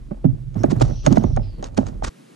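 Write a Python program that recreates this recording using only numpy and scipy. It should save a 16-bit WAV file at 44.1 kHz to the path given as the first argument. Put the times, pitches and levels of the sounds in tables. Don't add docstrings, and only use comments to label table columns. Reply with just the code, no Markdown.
import sys
import numpy as np
from scipy import signal
from scipy.fft import rfft, irfft, next_fast_len
from scipy.io import wavfile
from scipy.ndimage import map_coordinates

SR = 44100
rng = np.random.default_rng(int(sys.argv[2]) if len(sys.argv) > 2 else 0)


def linear_from_db(decibels):
    return 10 ** (np.asarray(decibels, float) / 20)


def unload_wav(signal):
    wavfile.write(
        sys.argv[1],
        SR,
        np.round(np.clip(np.atleast_2d(signal).T, -1, 1) * 32767).astype(np.int16),
    )


N = 103635
CUT_S = 2.092

# frequency in Hz, relative density in dB per Hz.
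LAKE_SPECTRUM = [(85, -56.5), (130, 1), (300, 0), (850, -14.5), (9000, -29), (12000, -31.5), (15000, -83)]
# time in seconds, level in dB.
BOOM_LEVEL = [(0, -42), (.23, -50.5), (.265, -15), (.345, -18.5), (.365, -32), (.53, -36.5), (.64, -24.5),
              (.78, -23.5), (.83, -18.5), (1.04, -41), (1.09, -18.5), (1.42, -22.5), (1.5, -40),
              (1.76, -42), (1.79, -23), (2.02, -40)]
# time in seconds, centre frequency in Hz.
BOOM_PITCH = [(1.15, 125.7), (1.4, 101.6)]
# time in seconds, level in dB.
SWAY_LEVEL = [(.25, -38.5), (.78, -29), (.86, -16.5), (.96, -25.5), (1.15, -27), (1.38, -20), (1.5, -31.5),
              (1.74, -40.5), (2.05, -26)]
# centre frequency in Hz, relative level in dB.
SWAY_MODES = [(38, 0.5), (57, -3)]
# time in seconds, level in dB.
CHURN_LEVEL = [(0, -52), (.52, -58), (.57, -31), (.9, -33), (1.02, -56.5), (1.09, -28), (1.26, -37.5),
               (1.33, -53), (1.52, -51.5), (1.6, -37.5), (1.75, -47.5), (1.89, -36), (2.0, -47)]
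# frequency in Hz, relative density in dB per Hz.
CHURN_SPECTRUM = [(70, -12.5), (180, 4.5), (350, -5), (900, -19), (4000, -50)]
# start in seconds, mount push level in dB, hull push level over it in dB.
KNOCKS = [(0.107, -27.5, 1.5), (0.242, -25, 14), (0.552, -33, 7.5), (0.637, -15.5, 3), (0.712, -26.5, 10.5),
          (0.808, -14, -5), (0.896, -37.5, 6.5), (1.064, -13, 2.5), (1.105, -30, 17), (1.123, -23, 7.5),
          (1.169, -18.5, 6), (1.237, -23, 4), (1.367, -22.5, 4.5), (1.625, -21.5, -17.5), (1.775, -16, 3.5),
          (1.867, -33.5, -7), (2.022, -27.5, -1)]
# frequency in Hz, width in Hz, relative level in dB.
HULL_MODES = [(152, 23.7, -2.5), (212.7, 28.7, -1), (258.9, 23.3, -1), (346.3, 87.6, -8.5)]
# frequency in Hz, width in Hz, relative level in dB.
MOUNT_MODES = [(596, 102, 4.5), (824, 152.4, -0.5), (1177, 301, -13)]
# start in seconds, level in dB before colouring.
TICKS = [(0.544, -43.5), (.592, -42), (.635, -25.5), (1.064, -10.5), (1.126, -23), (1.181, -29),
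         (1.237, -33), (1.3634, -27.5), (1.6264, -32), (1.642, -24.5), (1.7459, -42.5), (1.867, -30.5)]
# frequency in Hz, relative density in dB per Hz.
CRACK_SPECTRUM = [(1200, 8), (2200, -3.5), (5000, -4), (6500, -3.5), (8000, -10.5), (10500, -21.5),
                  (15000, -54.5)]
# start in seconds, length in seconds, level in dB, pitch in Hz.
NOTES = [(0.57, 0.087, -52.5, 5600)]
# time in seconds, level in dB, mid-pulse pitch in Hz.
BUZZ = [(.8, -105, 5750), (.83, -50, 5750), (1.04, -47, 5900), (1.12, -52, 5850), (1.35, -54, 5700),
        (1.4, -70, 5300), (1.43, -52, 5050), (1.6, -64, 4250), (1.66, -90, 4150)]
# peak time in seconds, level in dB, half length in seconds.
SCRAPES = [(.713, -29.5, 0.0083), (.802, -36, 0.003), (.82, -24, 0.0053), (1.068, -31.5, 0.012),
           (1.125, -36.5, 0.009), (1.164, -37, 0.008), (1.66, -44, 0.019), (1.777, -25.5, 0.0043),
           (1.882, -45, 0.012), (2.047, -24.5, 0.0066), (2.076, -34, 0.011)]
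# frequency in Hz, lead of the left in radians.
PORT_LEAD = [(50, 0.4), (200, -0.53), (520, -2.5), (1100, -4.5), (2500, -5.5), (8000, -6.5)]
# frequency in Hz, left minus right in dB.
PORT_TILT = [(50, -1), (110, -11.5), (380, -17.5), (900, -1.5), (5000, -2.5)]
# frequency in Hz, shared share of the left amplitude (0 to 1).
PORT_LIKENESS = [(200, 0.71), (700, 0.77), (6000, 0.75)]


def unit(x):
    return x / np.sqrt(np.mean(x ** 2) + 1e-20)


def along(points, hz):
    f, v = np.transpose(points)
    return np.interp(np.log(hz + 1), np.log(f + 1), v)


def curves(rows):
    s, *columns = np.transpose(rows)
    return [np.interp(np.arange(N) / SR, s, column) for column in columns]


def wobble(rate):
    knots = rng.standard_normal(int(N * rate / SR) + 4)
    return map_coordinates(knots, [np.arange(N) * rate / SR])


def filtered(x, response):
    m = next_fast_len(N + SR // 2)
    return irfft(rfft(x, m) * response(np.fft.rfftfreq(m, 1 / SR)), m)[..., :N]


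def body(modes):
    def shape(f):
        total = 0
        for k, (centre, width, db) in enumerate(modes):
            damping = 1j * f * width
            total = total + (-1) ** k * linear_from_db(db) * damping / (centre * centre - f * f + damping)
        return total / (1 + 1j * f / (2 * modes[-1][0])) ** 2
    return lambda f: shape(f) / np.sqrt(np.mean(abs(shape(f)) ** 2))


def colour(spectrum):
    def response(f):
        gain = linear_from_db(along(spectrum, f))
        return gain / np.sqrt(np.mean(gain ** 2))
    return response


def ports(pair, tilt):
    def left(f):
        shared = np.clip(along(PORT_LIKENESS, f), 0, 1)
        gain = linear_from_db(tilt * along(PORT_TILT, f) / 2) * np.exp(1j * along(PORT_LEAD, f))
        return gain * [shared, np.sqrt(1 - shared * shared)]

    def right(f):
        return linear_from_db(-tilt * along(PORT_TILT, f) / 2)
    return np.array([filtered(pair, left).sum(0), filtered(pair[0], right)])


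def lake():
    flutter = linear_from_db(0.5 * wobble(30.5))
    water = filtered(rng.standard_normal((2, N)) * flutter, colour(LAKE_SPECTRUM))
    return linear_from_db(wobble(5.73)) * ports(water, tilt=0)


def rolling(modes, rate):
    def tone(hz, db):
        level = linear_from_db(db + 2.4 * wobble(rate))
        wander = 1 + 0.0716 * wobble(rate)
        cycles = rng.random() + np.cumsum(hz * wander / SR)
        return level * np.sin(2 * np.pi * cycles)
    return unit(np.array([sum(tone(hz, db) for hz, db in modes) for _ in range(2)]))


def hull_boom():
    ragged = 1 + 0.92 * np.array([wobble(80), wobble(80)])
    tone = rolling([(curves(BOOM_PITCH)[0], 0)], rate=25)
    return linear_from_db(curves(BOOM_LEVEL)[0]) * unit(ragged * tone)


def hull_sway():
    return rolling(SWAY_MODES, rate=11) * linear_from_db(curves(SWAY_LEVEL)[0])


def spray(level, count=700):
    out = np.zeros((2, N + SR))
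    t = np.arange(SR // 50) / SR
    chances, scatter = rng.random((2, count)), rng.standard_normal((2, count))
    for when, side, pitch, size in zip(*chances, *scatter):
        hz = np.clip(2540 * np.exp(0.7 * pitch), 0, SR / 4)
        i = int(when * N)
        drop = np.exp(-t * hz / 4) * np.sin(2 * np.pi * hz * t)
        out[int(2 * side), i:i + len(t)] += level[i] * linear_from_db(-18.5 + 5.7 * size) * drop
    return out[:, :N]


def churning_water():
    level = linear_from_db(curves(CHURN_LEVEL)[0])
    unsteady = linear_from_db(4.03 * wobble(60) + 2.8 * wobble(400))
    churn = filtered(level * unsteady * rng.standard_normal((2, N)), colour(CHURN_SPECTRUM))
    return churn + spray(level)


def pushes(rows, shape, grainy_db):
    rattle_db, rattle_s = -18.5, 0.058
    t = np.arange(N) / SR
    envelope = np.zeros(N)
    for s, db, length in rows:
        push = shape((t - s) / max(length, 0.001))
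        rattle = (t > s) * linear_from_db(rattle_db) * np.exp(-abs(t - s) / rattle_s)
        envelope += linear_from_db(db) * (push + rattle)
    return envelope * linear_from_db(grainy_db * wobble(300)) * rng.standard_normal((2, N))


def knocks():
    hull_push_s, mount_push_s = 0.014, 0.0095

    def blow(u):
        return (1 - np.exp(-6 * np.clip(u, 0, 9))) * np.exp(-u ** 2)
    hull_rows = [(s, db + thud, hull_push_s) for s, db, thud in KNOCKS]
    mount_rows = [(s, db, mount_push_s) for s, db, _ in KNOCKS]
    thuds = filtered(pushes(hull_rows, blow, grainy_db=3.5), body(HULL_MODES))
    rings = filtered(pushes(mount_rows, blow, grainy_db=4.5), body(MOUNT_MODES))
    return thuds + rings


def ticks():
    decay_s, ring_hz = 0.0021, 6514
    t = np.arange(N) / SR
    click = 0.55 * np.sin(2 * np.pi * ring_hz * t) + rng.standard_normal((2, N))
    envelope = sum(linear_from_db(db) * (t > s) * np.exp(-abs(t - s) / decay_s) for s, db in TICKS)
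    return filtered(envelope * click, colour(CRACK_SPECTRUM))


def bird_note():
    t = np.arange(N) / SR
    out = np.zeros(N)
    for s, length, db, hz in NOTES:
        swell = np.sin(np.pi * np.clip((t - s) / length, 0, 1))
        out += linear_from_db(db) * swell * wobble(900) * np.sin(2 * np.pi * hz * t)
    return out


def bird_buzz():
    db, hz = curves(BUZZ)
    t = np.arange(N) / SR
    pulse_rate = np.where(t < 1.39, 122.5, 108)
    u = np.cumsum(pulse_rate * (1 + 0.028 * wobble(57)) / SR) % 1
    gate = np.sin(np.pi * u) ** 2.8
    fall = 1 - 0.22 * (u - 0.5)
    phase = 2 * np.pi * np.cumsum(hz * fall / SR)
    upper = gate * (1 + 0.7 * wobble(1000)) * np.sin(phase)
    lower = linear_from_db(-1) * np.roll(gate, 150) * wobble(2600) * np.sin(0.72 * phase)
    return linear_from_db(db) * (upper + lower)


def bird():
    echo_s, echo_db = 0.05, -5
    call = bird_note() + bird_buzz()
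    n = np.arange(SR // 8)
    echo = rng.standard_normal((2, len(n))) * np.exp(-n / (echo_s * SR))
    answer = signal.fftconvolve(call[None], echo / np.linalg.norm(echo[0]), axes=1)[:, :N]
    return call + linear_from_db(echo_db) * answer


def scrapes():
    def swell(u):
        return np.exp(-abs(np.where(u < 0, 0.75 * u, u)) ** 1.74)
    return filtered(pushes(SCRAPES, swell, grainy_db=2.5), colour(CRACK_SPECTRUM))


def scene():
    lap_db, calm_db = -55.5, -49
    calm = np.clip((np.arange(N) / SR - CUT_S) / 0.0035, 0, 1)
    water = hull_boom() + hull_sway() + churning_water()
    gear = knocks() + ticks() + scrapes()
    busy = ports(water + gear, tilt=0.75) + bird()
    return (1 - calm) * busy + linear_from_db(lap_db + calm * (calm_db - lap_db)) * lake()


def roll_off(x):
    return signal.sosfilt(signal.butter(12, 15460, fs=SR, output="sos"), x)


def record(dry):
    ceiling = 0.97
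    clipped = dry / (1 + abs(dry / ceiling) ** 6) ** (1 / 6)
    mix = filtered(clipped, lambda f: 1 / (1 + (f / 14000) ** 10))
    return roll_off(mix)


dry = scene()
out = record(dry)
unload_wav(out)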